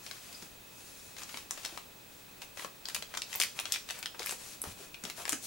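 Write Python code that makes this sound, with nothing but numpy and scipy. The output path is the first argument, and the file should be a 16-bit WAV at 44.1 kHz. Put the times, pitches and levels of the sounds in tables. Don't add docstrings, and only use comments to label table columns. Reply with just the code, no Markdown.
import sys
import numpy as np
from scipy import signal
from scipy.fft import rfft, irfft, next_fast_len
from scipy.io import wavfile
from scipy.ndimage import map_coordinates

SR = 44100
rng = np.random.default_rng(int(sys.argv[2]) if len(sys.argv) > 2 else 0)


def wav_out(sig):
    wavfile.write(sys.argv[1], SR, np.round(np.clip(np.atleast_2d(sig).T, -1, 1) * 32767).astype(np.int16))


N = 240830

# pitch_hz, width_hz (one resonance stage), level_db (steady tone)
SINGING = (2552, 175, -65)


def amp(db):
    return 10 ** (np.asarray(db) / 20)


def unit(x):
    return x / np.sqrt(np.mean(x ** 2) + 1e-20)


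def along(points, hz):
    point_hz, value = np.transpose(points)
    return np.interp(np.log(hz + 1), np.log(point_hz + 1), value)


def wobble(knots_per_s):
    knots = rng.standard_normal(int(N * knots_per_s / SR) + 4)
    return map_coordinates(knots, [np.arange(N) * knots_per_s / SR])


def filtered(x, response):
    n = x.shape[-1]
    padded = next_fast_len(n + 4096)
    spectrum = rfft(x, padded) * response(np.fft.rfftfreq(padded, 1 / SR))
    return irfft(spectrum, padded)[..., :n]


def resonance(f, hz, width_hz):
    return 1j * f * width_hz / (hz * hz - f * f + 1j * f * width_hz)


def add(track, start_s, sound):
    part = track[..., max(round(start_s * SR), 0):][..., :sound.shape[-1]]
    part += sound[..., :part.shape[-1]]


def widen(pair, alike):
    def mid_side_gains(f):
        angle = np.arccos(np.clip(along(alike, f), -1, 1)) / 2
        return np.array([np.cos(angle), np.sin(angle)])

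    mid, side = filtered(pair, mid_side_gains)
    return np.array([mid + side, mid - side])


def room_tone(air_db=-54.0, whine_hz=15734, whine_db=-61.0, ripple_hz=10.8, ripple_depth=0.19):
    # (per Hz, relative)
    air_spectrum = [(10, -6), (25, -3.5), (60, -2.5), (200, -0.5), (400, -2.5), (720, -5.5), (1300, -8.5),
                    (2000, -9.5), (3000, -11.5), (3700, -8.5), (5000, -15.5), (7000, -16.5), (12700, -19),
                    (15400, -14.5)]
    # pitch_hz, likeness (0-1)
    air_likeness = [(30, 0.85), (70, 1), (150, 0.61), (300, 0.21), (1000, 0.043), (4000, 0.39),
                    (12000, 0.94)]
    sing_hz, sing_width_hz, sing_db = SINGING
    air_noise = widen(rng.standard_normal((2, N)), air_likeness)
    air = unit(filtered(air_noise, lambda f: amp(along(air_spectrum, f))))
    sing_noise = widen(rng.standard_normal((2, N)), air_likeness)
    sing = unit(filtered(sing_noise, lambda f: resonance(f, sing_hz, sing_width_hz) ** 3))
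    phase_per_hz = 2 * np.pi * np.arange(N) / SR
    ripple = 1 + ripple_depth * np.sin(ripple_hz * phase_per_hz)
    whine = unit(np.sin(whine_hz * phase_per_hz) * ripple)
    return amp(air_db) * air + amp(sing_db) * sing + amp(whine_db) * whine


def room_tail(first_wall_s=0.005, early_db=3, early_decay_s=0.012):
    # pitch_hz, t60_s (before the early boost)
    decay_times = [(200, 0.35), (800, 0.28), (2500, 0.26), (6000, 0.36), (10000, 0.27), (15000, 0.23)]
    # pitch_hz, likeness (0-1)
    tail_likeness = [(150, 1), (600, 0.13), (3000, 1), (8000, 0.4), (13000, 1)]
    hz, frame_s, bins = signal.stft(rng.standard_normal((2, SR // 3)), SR, nperseg=256)
    decay = amp(-60 * frame_s / along(decay_times, hz)[:, None])
    tail = signal.istft(bins * decay, SR, nperseg=256)[1]
    t = np.arange(tail.shape[1]) / SR
    onset = np.minimum(t / first_wall_s, 1) ** 2
    early_boost = 1 + amp(early_db) * np.exp(-t / early_decay_s)
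    return unit(widen(tail * onset * early_boost, tail_likeness)) / np.sqrt(len(t))


def room(x, wet_db=-3, ring_db=-2, part_count=28):
    echo = np.zeros((2, N))
    for part in np.array_split(np.arange(N), part_count):
        add(echo, part[0] / SR, signal.fftconvolve(x[:, part], room_tail(), axes=1))
    sing_hz, sing_width_hz, _ = SINGING
    return amp(wet_db) * filtered(echo, lambda f: 1 + amp(ring_db) * resonance(f, sing_hz, sing_width_hz))


def bumps(damping=0.97, scuff_db=0, rise_s=0.0015):
    # start_s, level_db (relative), pitch_hz, decay_s (extra decay of push, sole decay of scuff)
    contacts = [(.424,-46,220,0.0097), (1.342,-53.5,322,0.017), (1.725,-50.5,330,0.0064),
                (2.647,-40.5,437,0.0058), (4.201,-39.5,567,.0053), (4.323,-42.5,450,0.0067),
                (4.639,-41,376,0.0059), (4.651,-45,694,0.017), (4.671,-45,80,0.019), (4.795,-50.5,323,.025),
                (5.038,-47.5,245,0.028), (5.18,-48,620,.045), (5.327,-37,265,0.0072)]
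    out, t = np.zeros(N), np.arange(SR // 5) / SR
    for start_s, level_db, hz, decay_s in contacts:
        noise = rng.standard_normal(len(t))
        scuff = unit(filtered(noise, lambda f: resonance(f, hz, damping * hz) * resonance(f, hz, 2 * hz)))
        push = 2 * np.sin(2 * np.pi * hz * t) * np.exp(-hz * t / 2)
        envelope = np.exp(-t / decay_s) * (1 - np.exp(-t / rise_s))
        add(out, start_s, amp(level_db) * (push + amp(scuff_db) * scuff) * envelope)
    return out


def hand_work(hold_crumple_db=-66, hold_slide_db=-58.5, attack_share=0.41, release_share=0.43):
    # start_s, length_s (held part), crumple_db, slide_db (relative drives)
    moves = [(0.041,.13,-53,-52.5), (0.233,.2,-54,-53), (0.796,0.29,-59,-53.5), (1.184,0.043,-50.5,-49.5),
             (1.293,0.1,-50,-50.5), (1.567,0.18,-50,-53.5), (2.118,0.088,-70,-60), (2.421,0.025,-49.5,-53),
             (2.585,0.053,-47,-47.5), (2.878,.05,-52.5,-53), (3.106,0.061,-52.5,-61), (3.308,.09,-48,-49),
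             (3.566,0.042,-46.5,-49), (3.675,0.075,-47,-52.5), (3.897,0.091,-49,-53.5),
             (4.208,0.066,-48,-49.5), (4.273,0.053,-49.5,-41.5), (4.411,0.12,-52,-48.5),
             (4.658,0.057,-49,-49.5), (4.787,0.064,-51.5,-52), (5.044,0.048,-48.5,-51.5),
             (5.175,0.046,-47,-46), (5.277,.06,-45.5,-50), (5.436,.04,-53,-41.5)]
    t = np.arange(N) / SR
    power = amp([[hold_crumple_db], [hold_slide_db]]) ** 2 * np.ones(N)
    for start_s, length_s, crumple_db, slide_db in moves:
        progress = (t - start_s) / length_s
        away = np.maximum(-progress, 0) / attack_share + np.maximum(progress - 1, 0) / release_share
        near = away < 10
        power[:, near] += (amp([[crumple_db], [slide_db]]) * np.exp(-away[near])) ** 2
    return 10 * np.log10(power)


def grains(per_s, spread_db, scatter):
    fires = rng.random(N) < per_s / SR
    size = amp(spread_db * np.minimum(rng.exponential(size=N), 3))
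    polarity = np.sign(rng.standard_normal(N))
    return unit(fires * size * (polarity + scatter * rng.standard_normal((2, N))))


def rustle(crumple_trim_db=-4, slide_trim_db=-4, fizz_trim_db=-9,
           fizz_hz=11000, fizz_width_hz=3500, relative_width=0.27):
    # (per Hz, relative)
    crumple_spectrum = [(100, 3), (300, -4), (600, 5), (1200, 4.5), (3000, 4.5), (6000, -1), (10000, -10.5),
                        (16000, -3)]
    slide_spectrum = [(200, -31), (1500, -12), (4000, 3), (7000, 6), (10000, 3.5), (12500, -1.5),
                      (16000, -29)]
    crumpling, sliding = hand_work()
    wrinkles = np.zeros((2, N))
    for hz in np.geomspace(400, 11000, num=12):
        clumping = amp(2.6 * wobble(40))
        clicks = grains(per_s=260, spread_db=1.0, scatter=0.78)
        wrinkles += clumping * filtered(clicks, lambda f: resonance(f, hz, relative_width * hz))
    crackle = unit(filtered(wrinkles, lambda f: amp(along(crumple_spectrum, f))))
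    specks = grains(per_s=5000, spread_db=1, scatter=0.3)
    rubbing = grains(per_s=7000, spread_db=-0.5, scatter=0.67)
    hiss = unit(filtered(rubbing, lambda f: amp(along(slide_spectrum, f))))
    fizz = unit(filtered(specks, lambda f: resonance(f, fizz_hz, fizz_width_hz) ** 2))

    def moving(drive_db, stick_db):
        return amp(drive_db) / (1 + amp(1.94 * (stick_db - drive_db)))

    return (amp(crumple_trim_db) * moving(crumpling, stick_db=-57.5) * crackle
            + amp(slide_trim_db) * moving(sliding, stick_db=-60.5) * hiss
            + amp(fizz_trim_db) * moving(sliding, stick_db=-48) * fizz)


def buckle(t, shiver_s, flick_s, flick_weight_s, apart):
    noise = rng.standard_normal((4, len(t)))
    flick = np.exp(-t / flick_s) * np.cos(np.pi * t / (2 * flick_s))
    swell = np.exp(-t / shiver_s) * (1 - np.exp(-t / (0.25 * shiver_s)))
    tremble = (noise[0] + apart * noise[1:3]) * swell
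    polarity = np.sign(noise[3, 0])
    return polarity * unit(flick) * flick_weight_s / shiver_s + unit(tremble)


def snaps(body_hz=1000, body_width_hz=1500, low_hz=420, high_hz=11500, skirt=5):
    # start_s, level_db (relative, over 4 ms), facet_hz, facet_width_hz, body_db (re facet)
    creases = [(.0637,-41,3600,2300,-5), (.111,-38,3800,3020,-1.5), (.326,-46,5100,5000,-18),
               (.345,-45,4970,250,-23), (.4227,-44,5500,3100,0), (1.165,-44.5,3200,2500,-8),
               (1.183,-43.5,3000,4000,-10), (1.218,-43,3000,2500,1), (1.233,-41.5,5900,2500,-7),
               (1.291,-43.5,2300,2400,-23), (1.342,-38.5,1900,1200,-2), (1.372,-37.5,3320,2980,-3),
               (1.509,-31,7170,2600,-9), (1.5749,-43,2650,2800,1), (1.6325,-46,3270,5000,-16),
               (1.6474,-38,3500,3600,-7), (1.65,-34,3970,5000,-10), (1.659,-38.5,4500,2500,-5),
               (1.775,-37.5,4370,3000,4), (2.4182,-40,2270,4530,-8), (2.572,-41,3200,5000,5),
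               (2.594,-39.5,2000,3000,6), (2.6209,-44,2900,1800,0), (2.6461,-36,1190,1500,2),
               (2.855,-36,4440,1100,-14), (2.8856,-35.5,3740,4500,-5.5), (2.8978,-42,2500,2400,-9),
               (2.9467,-30.5,6700,13000,-19), (2.95,-31.5,4600,13000,-10.5), (2.963,-35.5,4100,6000,-3),
               (3.0237,-36.5,3880,2200,-2.5), (3.1391,-38,3980,2600,7), (3.1723,-33.5,6700,1980,-1),
               (3.175,-33.5,4320,2900,-9), (3.149,-38.5,3530,2000,4), (3.2195,-32,3320,3400,-14),
               (3.329,-36,2630,2800,-17), (3.3398,-38,3240,7000,-17), (3.351,-37.5,3100,5000,2),
               (3.358,-31,14700,1800,-16), (3.4007,-25,4900,6500,-8.5), (3.403,-29.5,4150,6500,-7),
               (3.4109,-30,5600,9000,-27), (3.4158,-26,2850,1200,-25), (3.4227,-28,5360,7000,-29),
               (3.4356,-28,4100,7000,-38), (3.59,-30.5,3140,1970,-10.5), (3.599,-34,9000,12000,-7),
               (3.655,-34,3600,2200,-5.5), (3.722,-26,5130,3300,-30), (3.7239,-29,9600,4500,-27),
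               (3.7396,-32.5,3160,3100,-27), (3.747,-36.5,3040,1500,-25), (3.7595,-34.5,3020,1900,-12),
               (3.8887,-38.5,3740,3200,-6), (3.9004,-36.5,2420,1500,-17), (3.9071,-34,5030,4700,-7),
               (3.989,-42,12100,8500,-7), (4.0275,-36.5,2580,4000,-13), (4.0583,-31.5,3300,2550,-19),
               (4.144,-45,800,900,-7), (4.194,-36,4730,2800,-6), (4.219,-39,1680,1100,-10),
               (4.229,-41.5,4400,5400,-10), (4.261,-32.5,13600,5500,-7.5), (4.2696,-36.5,2220,1000,-24),
               (4.2935,-34.5,3160,7900,0), (4.3095,-34.5,7540,3000,-6), (4.322,-38,8400,3500,6),
               (4.6175,-31.5,10300,2000,-21), (4.6385,-39,7050,7000,2), (4.9425,-41,2900,900,-4.5),
               (5.0377,-37.5,7050,2500,-6), (5.0511,-36.5,2720,2960,-6.5), (5.0992,-36,4230,7040,-4.5),
               (5.2535,-34.5,5540,3000,5.5), (5.2792,-35.5,4900,2700,9), (5.2937,-27,7600,4400,-10.5),
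               (5.323,-31,6300,6000,-13), (5.329,-32.5,7500,3500,-1), (5.331,-31.5,7300,2000,-4.5)]
    out, t = np.zeros((2, N)), np.arange(1024) / SR
    to_level = np.sqrt(0.004 * SR / len(t))

    def sheet(f):
        bass_cut = 1j * f / (low_hz + 1j * f)
        return bass_cut / (1 - (f / high_hz) ** 2 + 1j * np.sqrt(2) * f / high_hz)

    for start_s, level_db, hz, width_hz, body_db in creases:
        shiver_s = 0.0019 * np.exp(-0.1 * (level_db + 36)) * (4000 / hz) ** 0.29

        def flip():
            return buckle(t, shiver_s, flick_s=0.00003, flick_weight_s=0.00045, apart=0.77)

        def facet_response(f):
            return sheet(f) * resonance(f, hz, width_hz) * resonance(f, hz, skirt * width_hz)

        facet = unit(filtered(flip(), facet_response))
        body = unit(filtered(flip(), lambda f: sheet(f) * resonance(f, body_hz, body_width_hz)))
        add(out, start_s, amp(level_db) * to_level * unit(facet + amp(body_db) * body))
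    return out


def scene(direct_db=0.45, echo_lean=0.043):
    # pitch_hz, left_minus_right_db
    left_lean = [(200, -0.5), (700, 5.5), (1500, 4), (2600, 5), (4500, 5), (6500, 7), (9000, 5),
                 (13000, -1.5)]
    wrapper = snaps() + rustle() + bumps()

    def placed(x, lean):
        return filtered(x, lambda f: amp(lean * np.outer([1, -1], along(left_lean, f)) / 2))

    return amp(direct_db) * placed(wrapper, 1) + placed(room(wrapper), echo_lean) + room_tone()


def record(dry, top_hz=16000):
    return filtered(dry, lambda f: f < top_hz)


dry = scene()
out = record(dry)
wav_out(out)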